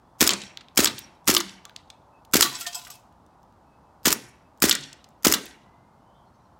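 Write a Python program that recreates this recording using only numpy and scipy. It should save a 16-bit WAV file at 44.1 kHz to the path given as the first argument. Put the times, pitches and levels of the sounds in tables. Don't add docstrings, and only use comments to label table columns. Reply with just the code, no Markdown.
import sys
import numpy as np
from scipy import signal
from scipy.fft import rfft, irfft
from scipy.io import wavfile
from scipy.ndimage import uniform_filter1d

SR = 44100
rng = np.random.default_rng(int(sys.argv[2]) if len(sys.argv) > 2 else 0)


def wrap_up_sound(samples):
    columns = np.atleast_2d(samples).T
    tamed = np.clip(columns, -1, 1)
    steps = np.round(tamed * 32767).astype(np.int16)
    wavfile.write(sys.argv[1], SR, steps)


def boost_factor(decibels):
    exponent = np.asarray(decibels, float) / 20
    return 10 ** exponent


N = 290619

# frequency in Hz, density in dB per Hz.
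TOWN_SPECTRUM = [(15, -48.5), (25, -25.5), (40, -9.5), (65, -2.5), (220, -6), (445, -13.5), (902, -5.5),
                 (1430, -18), (1640, -24), (1950, -28.5), (2330, -33), (3150, -34), (4860, -35),
                 (14800, -47), (16500, -55)]
# start in seconds, length in seconds, first pitch in Hz, last pitch in Hz, level in dB.
BIRD_CALLS = [(0, 0.22, 3360, 3500, -80), (5.62, .24, 1960, 2090, -67.5), (5.82, .23, 2090, 2130, -76),
              (5.985, .1, 2950, 3050, -75), (6.06, .22, 3050, 3170, -70), (6.09, 0.19, 3330, 3370, -74),
              (6.14, 0.059, 3470, 3680, -72), (6.25, .05, 4300, 4200, -77), (6.335, .035, 6350, 6250, -76),
              (6.36, 0.13, 6100, 5450, -79), (6.335, 0.03, 4250, 4600, -76), (6.335, .03, 5200, 5500, -78),
              (6.395, 0.03, 4000, 3950, -73), (6.45, .03, 4200, 4150, -75), (6.5, .05, 4500, 4350, -79)]
# start in seconds, length in seconds, level in dB.
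BIRD_NOTES = [(1.92, 0.063, -67), (2.12, .09, -65.5), (2.896, 0.11, -59), (3.303, 0.0682, -80),
              (3.65, 0.1547, -73), (3.82, 0.1173, -76), (4.448, 0.04195, -72.5)]
# time in seconds, level in dB.
SEAR = [(0.1853, -53.5), (0.191, -49.5), (0.1963, -43.5), (0.2031, -32), (0.751, -52), (0.759, -37),
        (1.256, -51), (1.265, -47.5), (1.2748, -57), (2.3133, -52.5), (2.3234, -42.5), (4.0322, -52),
        (4.038, -50.5), (4.0456, -43.5), (4.602, -43), (5.225, -50.5), (5.2327, -37)]
# time in seconds, level in dB.
HAMMER = [(0.2077, -8), (0.775, -4), (1.2768, -9), (2.3366, -9), (4.0558, -7.5), (4.622, -5.5),
          (5.2482, -6)]
VALVE = [(0.2132, -5), (0.7796, -6.5), (1.2825, -4.5), (2.3417, -4.5), (4.06, -9), (4.629, -7),
         (5.2538, -8)]
UNLOCK = [(0.2183, -13), (0.7885, -17.5), (1.2895, -15), (2.3506, -27), (4.0671, -14), (4.639, -15.5),
          (5.2566, -16)]
REAR_STOP = [(0.2266, -14), (0.7939, -18), (1.2995, -12.5), (2.3562, -14.5), (4.0703, -26), (4.6417, -23.5),
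             (5.2689, -10.5)]
REBOUND = [(0.238, -22.5), (0.8033, -18.5), (1.311, -21.5), (2.3664, -17), (4.0792, -17.5), (4.652, -20.5),
           (5.2798, -19.5)]
SLAM = [(0.2753, -2), (0.8449, -4), (1.349, -5.5), (2.409, 3), (4.127, -4), (4.6951, -3), (5.3239, -1)]
# time in seconds, level in dB.
LOOSE = [(4.105, -16), (5.26, -17.5), (5.3, -20.5), (5.2645, -22.5), (5.299, -24.5), (.2495, -24),
         (4.6575, -17.5)]
# level in dB, one a shot.
FEED_DB = [-23.5, -24.5, -20.5, -25, -21, -23, -24]
VOICES = {"hammer": (-0.42, 0.44, 13), "valve": (-1, -0.78, 15), "unlock": (1.9, -0.55, 17),
          "rear": (-0.96, -2.5, 27), "rebound": (-1, -0.54, 45), "feed": (-7, -4.5, 22),
          "slam": (-2.5, 0.31, 5.5), "loose": (-3, -2.5, 6.5), "trigger": (-1.5, -1.5, 2.7)}
# frequency in Hz, level in dB, T60 in seconds.
GUN_MODES = [(1263, -6.5, 0.017), (3640, -14.5, .01), (4350, -11, .01), (5130, -2, 0.014),
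             (6770, 0, 0.0079), (7651.5, -4.5, 0.02), (11570, -1, 0.014), (13510, -5, 0.024)]
# start in seconds, muzzle pop after it in ms, breech thump after it in ms, thump polarity.
SHOTS = [(.2085, 4.3, 15.1, -1), (.7747, 5, 18.5, 1), (1.2756, 7.7, 19.4, -1), (2.3377, 4, 18.2, 1),
         (4.0568, 3.9, 17.5, 1), (4.6235, 3.5, 18.7, 1), (5.2496, 3.4, 19.2, 1)]
# pop in dB, thump in dB, gas in dB, slide scrape in dB.
CHARGE = [(-16, -8, -19, -28), (-17, -7.5, -17.5, -24.5), (-16, -9.5, -20, -29), (-13.5, -7.5, -19, -28.5),
          (-19.5, -11, -19.5, -27), (-16.5, -6.5, -17, -28.5), (-20, -5, -24.5, -28.5)]
# frequency in Hz, density in dB per Hz.
GAS_SPECTRUM = [(88, -30), (150, -6.5), (371, -7), (720, -9), (1400, -6.5), (3040, -8), (5170, -5),
                (12000, -12.5), (16500, -21)]
# band centre in Hz, level in dB, T60 in seconds.
YARD_BANDS = [(118, -21, 0.27), (267, -29.5, .55), (469.7, -19.5, 0.38), (720, -23.5, 0.41),
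              (1078, -10.5, 0.23), (1500, -23, .33), (1940, -20, 0.6), (4070, -21.5, 0.47),
              (8028, -17, 0.37), (13900, -15, 0.15)]
# delay in ms, level in dB.
ECHOES = [(12, -21.5), (25, -19), (49, -28), (88, -21.5)]
# time in s, level in dB, lows against mids in dB, highs against mids in dB, T60 in ms.
HITS = [(0.2923, -5.5, 7, -13.5, 5.1), (0.3049, -24.5, 0.5, -9, 59), (0.3344, -19, 1, -14.5, 7.3),
        (0.339, -28, 6.5, -14, 4.18), (0.8563, -12, -13, -14, 6.3), (0.859, -12.5, 3.5, -2, 5.366),
        (0.8715, -22.5, 6, -9.5, 45.8), (1.3655, -16, 4.5, -2.5, 7.2), (1.3673, -4, 0.5, -10.5, 3.5),
        (1.3764, -26, 9.5, 18, 39), (1.4034, -25.5, -10, -15, 15), (1.4079, -24, 10.5, -2, 13.3),
        (2.4212, -18.5, -4, -2.5, 120), (2.4257, -11, 3.5, -0.5, 22), (4.7109, -15, 4.5, -16.5, 37),
        (4.7256, -22.5, -5.5, -5, 22), (4.7516, -22, -12.5, -10.5, 13.3), (5.338, -18.5, 1.5, -2.5, 47)]
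# frequency in Hz, level in dB, T60 in seconds.
BOX_MODES = [(342, -16, 0.15), (1140, -15, 0.062), (1617, -17, 0.014), (2450, -19, 0.018),
             (3040, -3, 0.014), (3460, -1.5, 0.014), (4430, -8.5, 0.028), (7360, -9, 0.017)]
# time in seconds, level in dB, centre in Hz, T60 in ms.
KNOCKS = [(.293, -28.5, 1719, 9.8), (0.305, -26, 1300, 24.19), (0.338, -21, 1150, 14),
          (0.5753, -42, 1500, 12), (0.6103, -44.5, 1850, 28.06), (0.86, -20, 1500, 15),
          (0.873, -28.5, 1200, 39.67), (1.369, -24, 1407, 12.52), (1.376, -31, 1200, 21.53),
          (1.406, -23, 1400, 22), (1.6531, -41.5, 1300, 16.2), (1.6955, -41, 1817, 12),
          (1.7618, -48.5, 1688, 13.07), (1.9017, -47, 1584, 16.6), (2.4253, -12.5, 1300, 34),
          (2.655, -36, 1786, 33), (2.868, -42, 1500, 34), (2.868, -43, 2500, 25), (4.711, -18, 1500, 23.87),
          (4.727, -20.5, 1700, 27), (4.755, -21, 1400, 17), (4.93, -49.5, 1500, 12), (5.338, -17, 1293, 34),
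          (5.4636, -42, 1700, 15), (5.51, -44, 1798, 23)]
# time
# in seconds, level in dB, centre in Hz, T60 in ms.
CLACKS = [(.2935, -13, 3100, 32), (0.78, -18, 3400, 30), (1.3675, -15.5, 3000, 30), (2.4255, -17, 3450, 40),
          (2.4255, -18, 4050, 35), (4.7115, -14, 3400, 35), (.418, -38, 3100, 30), (.982, -39, 2950, 30),
          (4.837, -36.5, 2950, 30.7), (.3345, -20, 7500, 14)]
# time in seconds, frequency in Hz, level in dB, T60 in seconds, swell in seconds.
RINGS = [(.3, 200, -31, 0.43, .03), (.34, 129.5, -43, .4, 0.029), (0.881, 125, -38.5, 0.38, 0.031),
         (.9, 200.6, -40.5, .4, 0.027), (.32, 2450, -42, 0.33, .005), (1.313, 380, -26, 0.18, .003),
         (1.375, 330, -33, 0.21, 0.013), (1.41, 199, -37, 0.47, 0.02552), (1.652, 1140, -47, .15, 0.002756),
         (2.424, 1150, -21.5, 0.24, .004), (2.44, 124.4, -43.5, 0.41, 0.035),
         (2.44, 301.6, -36.5, 0.2116, .01), (4.16, 127, -44.5, 0.54, 0.047), (4.72, 283.5, -38, 0.35, .01),
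         (4.761, 138.5, -42, 0.43, 0.032), (5.339, 1140, -37, .25, 0.003001),
         (5.342, 310, -35, 0.28, 0.0043), (5.342, 434, -34.5, 0.3, 0.003843)]
# time in seconds, frequency in Hz, level in dB.
PANEL = [(2.44, 705, -38.5), (2.45, 1380, -42), (2.45, 870, -42), (2.46, 2680, -46), (2.52, 1007, -41.5),
         (2.57, 2590, -48), (2.6, 703, -51), (2.61, 1380, -44), (2.612, 2590, -45), (2.665, 1007, -42.5),
         (2.655, 1810, -40), (2.665, 704, -41.5), (2.665, 3220, -38), (2.668, 4700, -40),
         (2.669, 2590, -44), (2.73, 3200, -39), (2.744, 5200, -42), (2.75, 2590, -47), (2.76, 710, -47),
         (2.75, 1014, -44), (2.751, 1380, -51), (2.849, 1200, -52), (2.55, 7700, -44), (2.665, 7660, -43),
         (2.75, 7700, -36), (2.61, 12800, -42), (2.75, 12800, -42.5), (2.88, 720, -52)]
# time in seconds, level in dB, steel hum in dB.
WALL = [(0.4172, -33, -47), (0.9812, -35, -52), (1.492, -39, -55), (4.836, -37, -52), (5.4636, -41, -64)]
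# time in s, level in dB, lows against mids in dB, highs against mids in dB, T60 in ms.
BOUNCES = [(0.4217, -44, 18, -16.5, 27), (0.4367, -39, 10.5, -8.5, 10), (0.466, -47.5, 12.5, -14, 11),
           (0.573, -33, 12, -8, 5.2), (0.6085, -49, 11.5, -19.5, 32), (0.6842, -53.5, 13.5, -14, 12),
           (0.984, -45.5, -10, 6, 11), (0.9905, -37.5, -6.5, 4, 9.6), (1.6528, -37.5, -0.5, -14, 7.7),
           (1.6954, -52, 17, 6.5, 9.3), (1.707, -60.5, 19, -5.5, 10.7), (1.7618, -43, 4, -17, 16.5),
           (1.9013, -43, 1.5, -17, 17.7), (4.81, -45.5, -13, -12.5, 12), (4.9295, -41.5, -1, -15.5, 11.6),
           (5.0426, -49, 6, -10.5, 17), (5.089, -57.5, -14.5, -3, 7), (5.1057, -71, -16.5, -15, 8.8),
           (5.4564, -42, -3, 13, 7.7), (5.5102, -53.5, 24, -11.5, 17)]
# time in seconds, level in dB.
TRIGGER = [(1.2449, -59.5), (2.25, -48), (2.2546, -65.5), (3.125, -63), (3.264, -61), (3.4307, -60.5),
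           (3.5246, -66.5), (4.5753, -58), (4.5838, -63)]
# frequency in Hz, level in dB, T60 in seconds.
PELLET_MODES = [(1840, -14, 0.018), (3160, -7.5, 0.011), (3472, -3.5, 0.049), (4200, -7, 0.0089),
                (6200, -8, 0.019), (7440, -8.5, 0.015)]
# time in s, level in dB, lows against mids in dB, highs against mids in dB, T60 in ms.
FLAP = [(2.5276, -42.5, -19, -8, 49.14), (2.5471, -43.5, -2, -19, 68), (2.5515, -28.5, 0, -17, 15),
        (2.6087, -31, -9.5, -5.5, 35.47), (2.617, -31.5, -1, -9, 16), (2.6651, -31.5, 0, -9, 65),
        (2.7291, -38.5, -3, -17, 42), (2.7464, -27.5, -3, -4, 14), (2.7534, -31.5, -22, -8, 22),
        (2.7905, -46, 13, -16.5, 40), (2.8165, -39.5, 6.5, -21, 12.9), (2.8492, -42.5, -1, -6.5, 29),
        (2.8735, -47, 5, -10.5, 15.6), (2.9028, -37, -4, -2.5, 19), (2.9157, -40.5, 1, -11, 15.2)]
# frequency in Hz, level in dB, T60 in seconds.
TIN_MODES = [(855, -17.5, 0.3), (1183, -5.5, 0.07226), (1504, -16, 0.23), (2404, -38, 0.16),
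             (2998, -21, 0.091), (3360, -12.5, 0.1698), (3424, -17, 0.058), (3970, -14, 0.0889),
             (4760, -7, 0.13), (5315.5, -7.5, 0.1559), (7808, 2.5, 0.087), (9031.2, -12, 0.037),
             (10280, -12, 0.04), (12660, 3.5, 0.05824)]
# time in seconds, level in dB.
CHATTER = [(2.44, -48.5), (2.55, -54.5), (2.64, -48.5), (2.72, -54.5), (2.8, -57), (2.9, -64), (2.97, -60),
           (3.0, -83.5)]


def unit(x):
    return x / np.sqrt(np.mean(x ** 2))


def add(out, s, piece):
    k = int(s * SR)
    out[k:k + len(piece)] += piece[:N - k]


def band(x, lo_hz, hi_hz):
    return signal.sosfilt(signal.butter(2, [lo_hz, min(hi_hz, .45 * SR)], "bandpass", fs=SR, output="sos"), x)


def colour(spectrum, size):
    hz, db = np.transpose(spectrum)
    grid = np.maximum(np.arange(size // 2 + 1) * SR / size, 1)
    gain = boost_factor(np.interp(np.log(grid), np.log(hz), db))
    return unit(irfft(rfft(rng.standard_normal(size)) * gain, size))


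def fade(t, t60, rise=0.00078):
    return (1 - np.exp(-t / rise)) * np.exp(-np.log(1000) * t / t60)


def walk(rate):
    k = int(SR / rate)
    held = np.repeat(rng.standard_normal(N // k + 1), k)
    return 0.57 * uniform_filter1d(uniform_filter1d(held, k), k)[:N]


def cluster(hz, t, spread):
    detune, phase = rng.standard_normal((2, 3, len(hz), 1))
    partials = np.sin(2 * np.pi * (hz * (1 + spread * detune) * t + phase))
    return np.sum(partials, axis=0) / np.sqrt(3)


def town():
    x = colour(TOWN_SPECTRUM, size=N + N % 2)[:N]
    rumble = band(x, 20, 400) * (boost_factor(1.2 * walk(6.6)) - 1)
    roar = band(x, 400, 1500) * (boost_factor(2.1 * walk(15.0)) - 1)
    return boost_factor(-58) * (x + rumble + roar)


def birds():
    out, waver = np.zeros(N), 1 + .035 * walk(400)
    note_hz = 2590
    for s, length, hz0, hz1, db in BIRD_CALLS + [(s, d, note_hz, note_hz, db) for s, d, db in BIRD_NOTES]:
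        u = np.linspace(0, 1, int(length * SR))
        hz = (hz0 + (hz1 - hz0) * u) * waver[int(s * SR):][:len(u)]
        add(out, s, boost_factor(db) * np.sin(np.pi * u) ** 0.55 * np.sin(2 * np.pi * np.cumsum(hz) / SR))
    return out * boost_factor(5 * walk(40) + 5 * walk(200) - 4.5)


def voiced(table, part):
    return [(s, db, *VOICES[part]) for s, db in table]


def contacts(table, body, ring_db, snap_db, low_hz, rise, tail_db, tail_t60):
    (out, ringing), t = np.zeros((2, N)), np.arange(8192) / SR
    hz, mode_db, mode_t60 = np.transpose(body)[:, :, None]
    edges = [(low_hz, 4500), (4500, 8000), (8000, 19500), (300, 1500)]
    noise = np.array([unit(band(band(rng.standard_normal(SR), a, b), a, 1.1889 * b)) for a, b in edges])
    onset = 2 * (1 - np.exp(-t / rise))
    ring_t = t[:int(min(max(mode_t60.max(), .01), .18) * SR)]
    for s, db, lows_db, highs_db, ms in table:
        k = rng.integers(SR - 8192)
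        lows, mids, highs, rattle = noise[:, k:k + 8192]
        burst = unit(boost_factor(lows_db) * lows + mids + boost_factor(highs_db) * highs)
        decay = onset * fade(t, max(ms, 4) / 1000, rise)
        buzz = boost_factor(tail_db) * fade(t, tail_t60, rise)
        add(out, s - rise, boost_factor(db) * burst * (decay + buzz) * boost_factor(3.41 * rattle))
        add(out, s, boost_factor(db + snap_db) * burst * fade(t, .001, rise=.00003))
        tilt_db = np.interp(hz, [2500, 6000, 11000], [lows_db, 0, highs_db]) - max(lows_db, 0, highs_db)
        struck_db = 4 * rng.standard_normal((len(hz), 1))
        modes = boost_factor(mode_db + tilt_db + struck_db) * cluster(hz, ring_t, spread=0.023)
        add(ringing, s, boost_factor(db + ring_db) * np.sum(modes * fade(ring_t, mode_t60, rise), axis=0))
    return np.array([out + ringing, out + boost_factor(-8) * ringing])


def action():
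    sear = [(s, db, -6, 0, 7) for s, db in SEAR]
    fall = voiced(HAMMER, "hammer") + voiced(VALVE, "valve")
    feed = [(s - .0084, db) for (s, _), db in zip(SLAM, FEED_DB)]
    slide = voiced(UNLOCK, "unlock") + voiced(REAR_STOP, "rear") + voiced(REBOUND, "rebound")
    slide += voiced(feed, "feed") + voiced(SLAM, "slam") + voiced(LOOSE, "loose")
    struck = contacts(fall, GUN_MODES, ring_db=-6, snap_db=1.5, low_hz=870, rise=.0013,
                      tail_db=-24, tail_t60=0.065)
    return struck + contacts(slide + sear, GUN_MODES, ring_db=-6, snap_db=7.0, low_hz=870, rise=.0006,
                             tail_db=-24, tail_t60=0.081)


def hiss():
    out, t = np.zeros(N), np.arange(8192) / SR
    for (s, _, thump_ms, _), (_, thump_db, gas_db, scrape_db) in zip(SHOTS, CHARGE):
        jet = colour(GAS_SPECTRUM, size=8192)
        spring = cluster(np.array([[8200]]), t, spread=0.0044)[0]
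        add(out, s - .017, boost_factor(-47.0) * spring * fade(t, 0.13, rise=0.016))
        add(out, s - .006, boost_factor(-32.5) * jet * fade(t, 0.028))
        add(out, s - .004, boost_factor(-29.5) * jet * np.exp(-np.abs(t - .004) / 0.0044))
        rush = colour(GAS_SPECTRUM, size=8192)
        add(out, s + 0.015, boost_factor(gas_db) * rush * fade(t, 0.12, rise=0.00061))
        stroke = np.exp(-.5 * ((t - .062) / np.where(t < .062, .011, .004)) ** 2)
        add(out, s, boost_factor(scrape_db) * jet * stroke)
        late = t - .05
        thud = np.cos(2 * np.pi * 75 * late) * np.exp(-.5 * (late / .011) ** 2)
        add(out, s + thump_ms / 1000 - .032, boost_factor(thump_db - 30) * thud)
    return out


def puff(hz, lift_hz, width_ms):
    t = np.arange(-.01, .02, 1 / SR)
    cycles = hz * t - lift_hz * .0015 * np.expm1(-np.maximum(t, -.004) / .0015)
    spread = np.where(t < 0, .75, 1.2) * width_ms / 1000
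    return np.cos(2 * np.pi * cycles) * np.exp(-.5 * (t / spread) ** 2)


def gas_thumps():
    out = np.zeros(N)
    for (s, pop_ms, thump_ms, sign), (pop_db, thump_db, _, _) in zip(SHOTS, CHARGE):
        add(out, s + pop_ms / 1000 - .01, boost_factor(pop_db) * puff(hz=230, lift_hz=30, width_ms=1.6))
        add(out, s + thump_ms / 1000 - .01, sign * boost_factor(thump_db) * puff(hz=220, lift_hz=90, width_ms=2.3))
    return signal.sosfiltfilt(signal.butter(1, 60, "highpass", fs=SR, output="sos"), out)


def yard(dry, thumps):
    t = np.arange(SR) / SR
    tail = 0
    for hz, db, t60 in YARD_BANDS:
        patches = boost_factor(8 * walk(170)[:SR] + 4 * walk(45)[:SR] - 3)
        scatter = unit(band(rng.standard_normal(SR), hz / 1.375, hz * 1.39))
        tail = tail + boost_factor(db) * patches * scatter * fade(t, t60, rise=0.0033)
    wet = signal.fftconvolve(dry + thumps, boost_factor(-36.5) * tail)[:N]
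    return wet + sum(boost_factor(db) * np.roll(thumps, int(ms * SR / 1000)) for ms, db in ECHOES)


def box_hits():
    return contacts(HITS, BOX_MODES, ring_db=-2, snap_db=13, low_hz=2700, rise=0.00044,
                    tail_db=-17.5, tail_t60=0.062)


def knocks():
    out, t = np.zeros(N), np.arange(4096) / SR
    for s, db, hz, ms, w in [(*k, 1.45) for k in KNOCKS] + [(*k, 1.12) for k in CLACKS]:
        thud = band(band(rng.standard_normal(8192), hz / w, hz * w), hz / w, hz * w)[4096:]
        add(out, s, boost_factor(db) * unit(thud) * fade(t, ms / 1000, rise=.0008))
    return out


def rings():
    out, t = np.zeros(N), np.arange(SR // 2) / SR
    panel = [(s, hz, db, .3 * (1000 / hz) ** .35, .004) for s, hz, db in PANEL]
    for s, hz, db, t60, swell in RINGS + panel:
        spread = .006 + (hz < 500) * 9 / hz
        add(out, s, boost_factor(db) * cluster(np.array([[hz]]), t, spread)[0] * fade(t, t60, swell))
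    return out * boost_factor(6 * walk(70))


def wall_smear():
    out, t = np.zeros(N), np.arange(SR // 2) / SR
    hum_hz, width_hz = 5630, 300
    for s, _, db in WALL:
        smear = unit(band(rng.standard_normal(len(t)), hum_hz - width_hz / 2, hum_hz + width_hz / 2))
        add(out, s - .01, boost_factor(db + 1.5) * smear * fade(t, .3, rise=.015))
    return out * boost_factor(9 * walk(70))


def wall_cracks():
    return contacts([(s, db, 3, -30, 22) for s, db, _ in WALL], PELLET_MODES, ring_db=-8, snap_db=-20,
                    low_hz=2400, rise=0.0012, tail_db=-25, tail_t60=0.1)


def bounces():
    return contacts(BOUNCES + voiced(TRIGGER, "trigger"), PELLET_MODES, ring_db=-10, snap_db=2.5,
                    low_hz=2500, rise=0.00019, tail_db=-11.5, tail_t60=0.017)


def flap_clatter():
    return contacts(FLAP, TIN_MODES, ring_db=-6, snap_db=0, low_hz=2335, rise=0.0019,
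                    tail_db=-17, tail_t60=0.32)


def hinge_buzz():
    level_db = np.interp(np.arange(N) / SR, *np.transpose(CHATTER), left=-150, right=-150)
    buzz = band(band(rng.standard_normal(N), 2500, 16000), 2400, 16000)
    return boost_factor(level_db + 9 * walk(300) + 8 * walk(60)) * unit(buzz)


def scene():
    thumps = gas_thumps()
    near = hiss() + action()
    far = box_hits() + knocks() + wall_cracks() + bounces() + flap_clatter() + hinge_buzz()
    wet = yard(near[1] + boost_factor(3.0) * far[1], thumps)
    direct = near[0] + far[0] + thumps + rings() + wall_smear()
    return (direct + wet + birds() + town())[None]


def duck(x):
    attack_s, release_s, threshold_db = 0.0026, .012, -13.5
    power = x ** 2
    for s in attack_s, release_s:
        keep = np.exp(-1 / (s * SR))
        power = signal.lfilter([1 - keep], [1, -keep], power)
    return x / np.sqrt(1 + power / boost_factor(threshold_db) ** 2)


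def roll_off(x):
    return signal.sosfilt(signal.butter(12, 17150, fs=SR, output="sos"), x)


def record(dry):
    mix = .75 * np.tanh(boost_factor(2) * duck(dry) / .75)
    mix = signal.sosfilt(signal.ellip(8, .2, 60, 17100, fs=SR, output="sos"), mix)
    mix = signal.sosfilt(signal.ellip(6, .2, 20, 15900, fs=SR, output="sos"), mix)
    return roll_off(mix)


dry = scene()
out = record(dry)
wrap_up_sound(out)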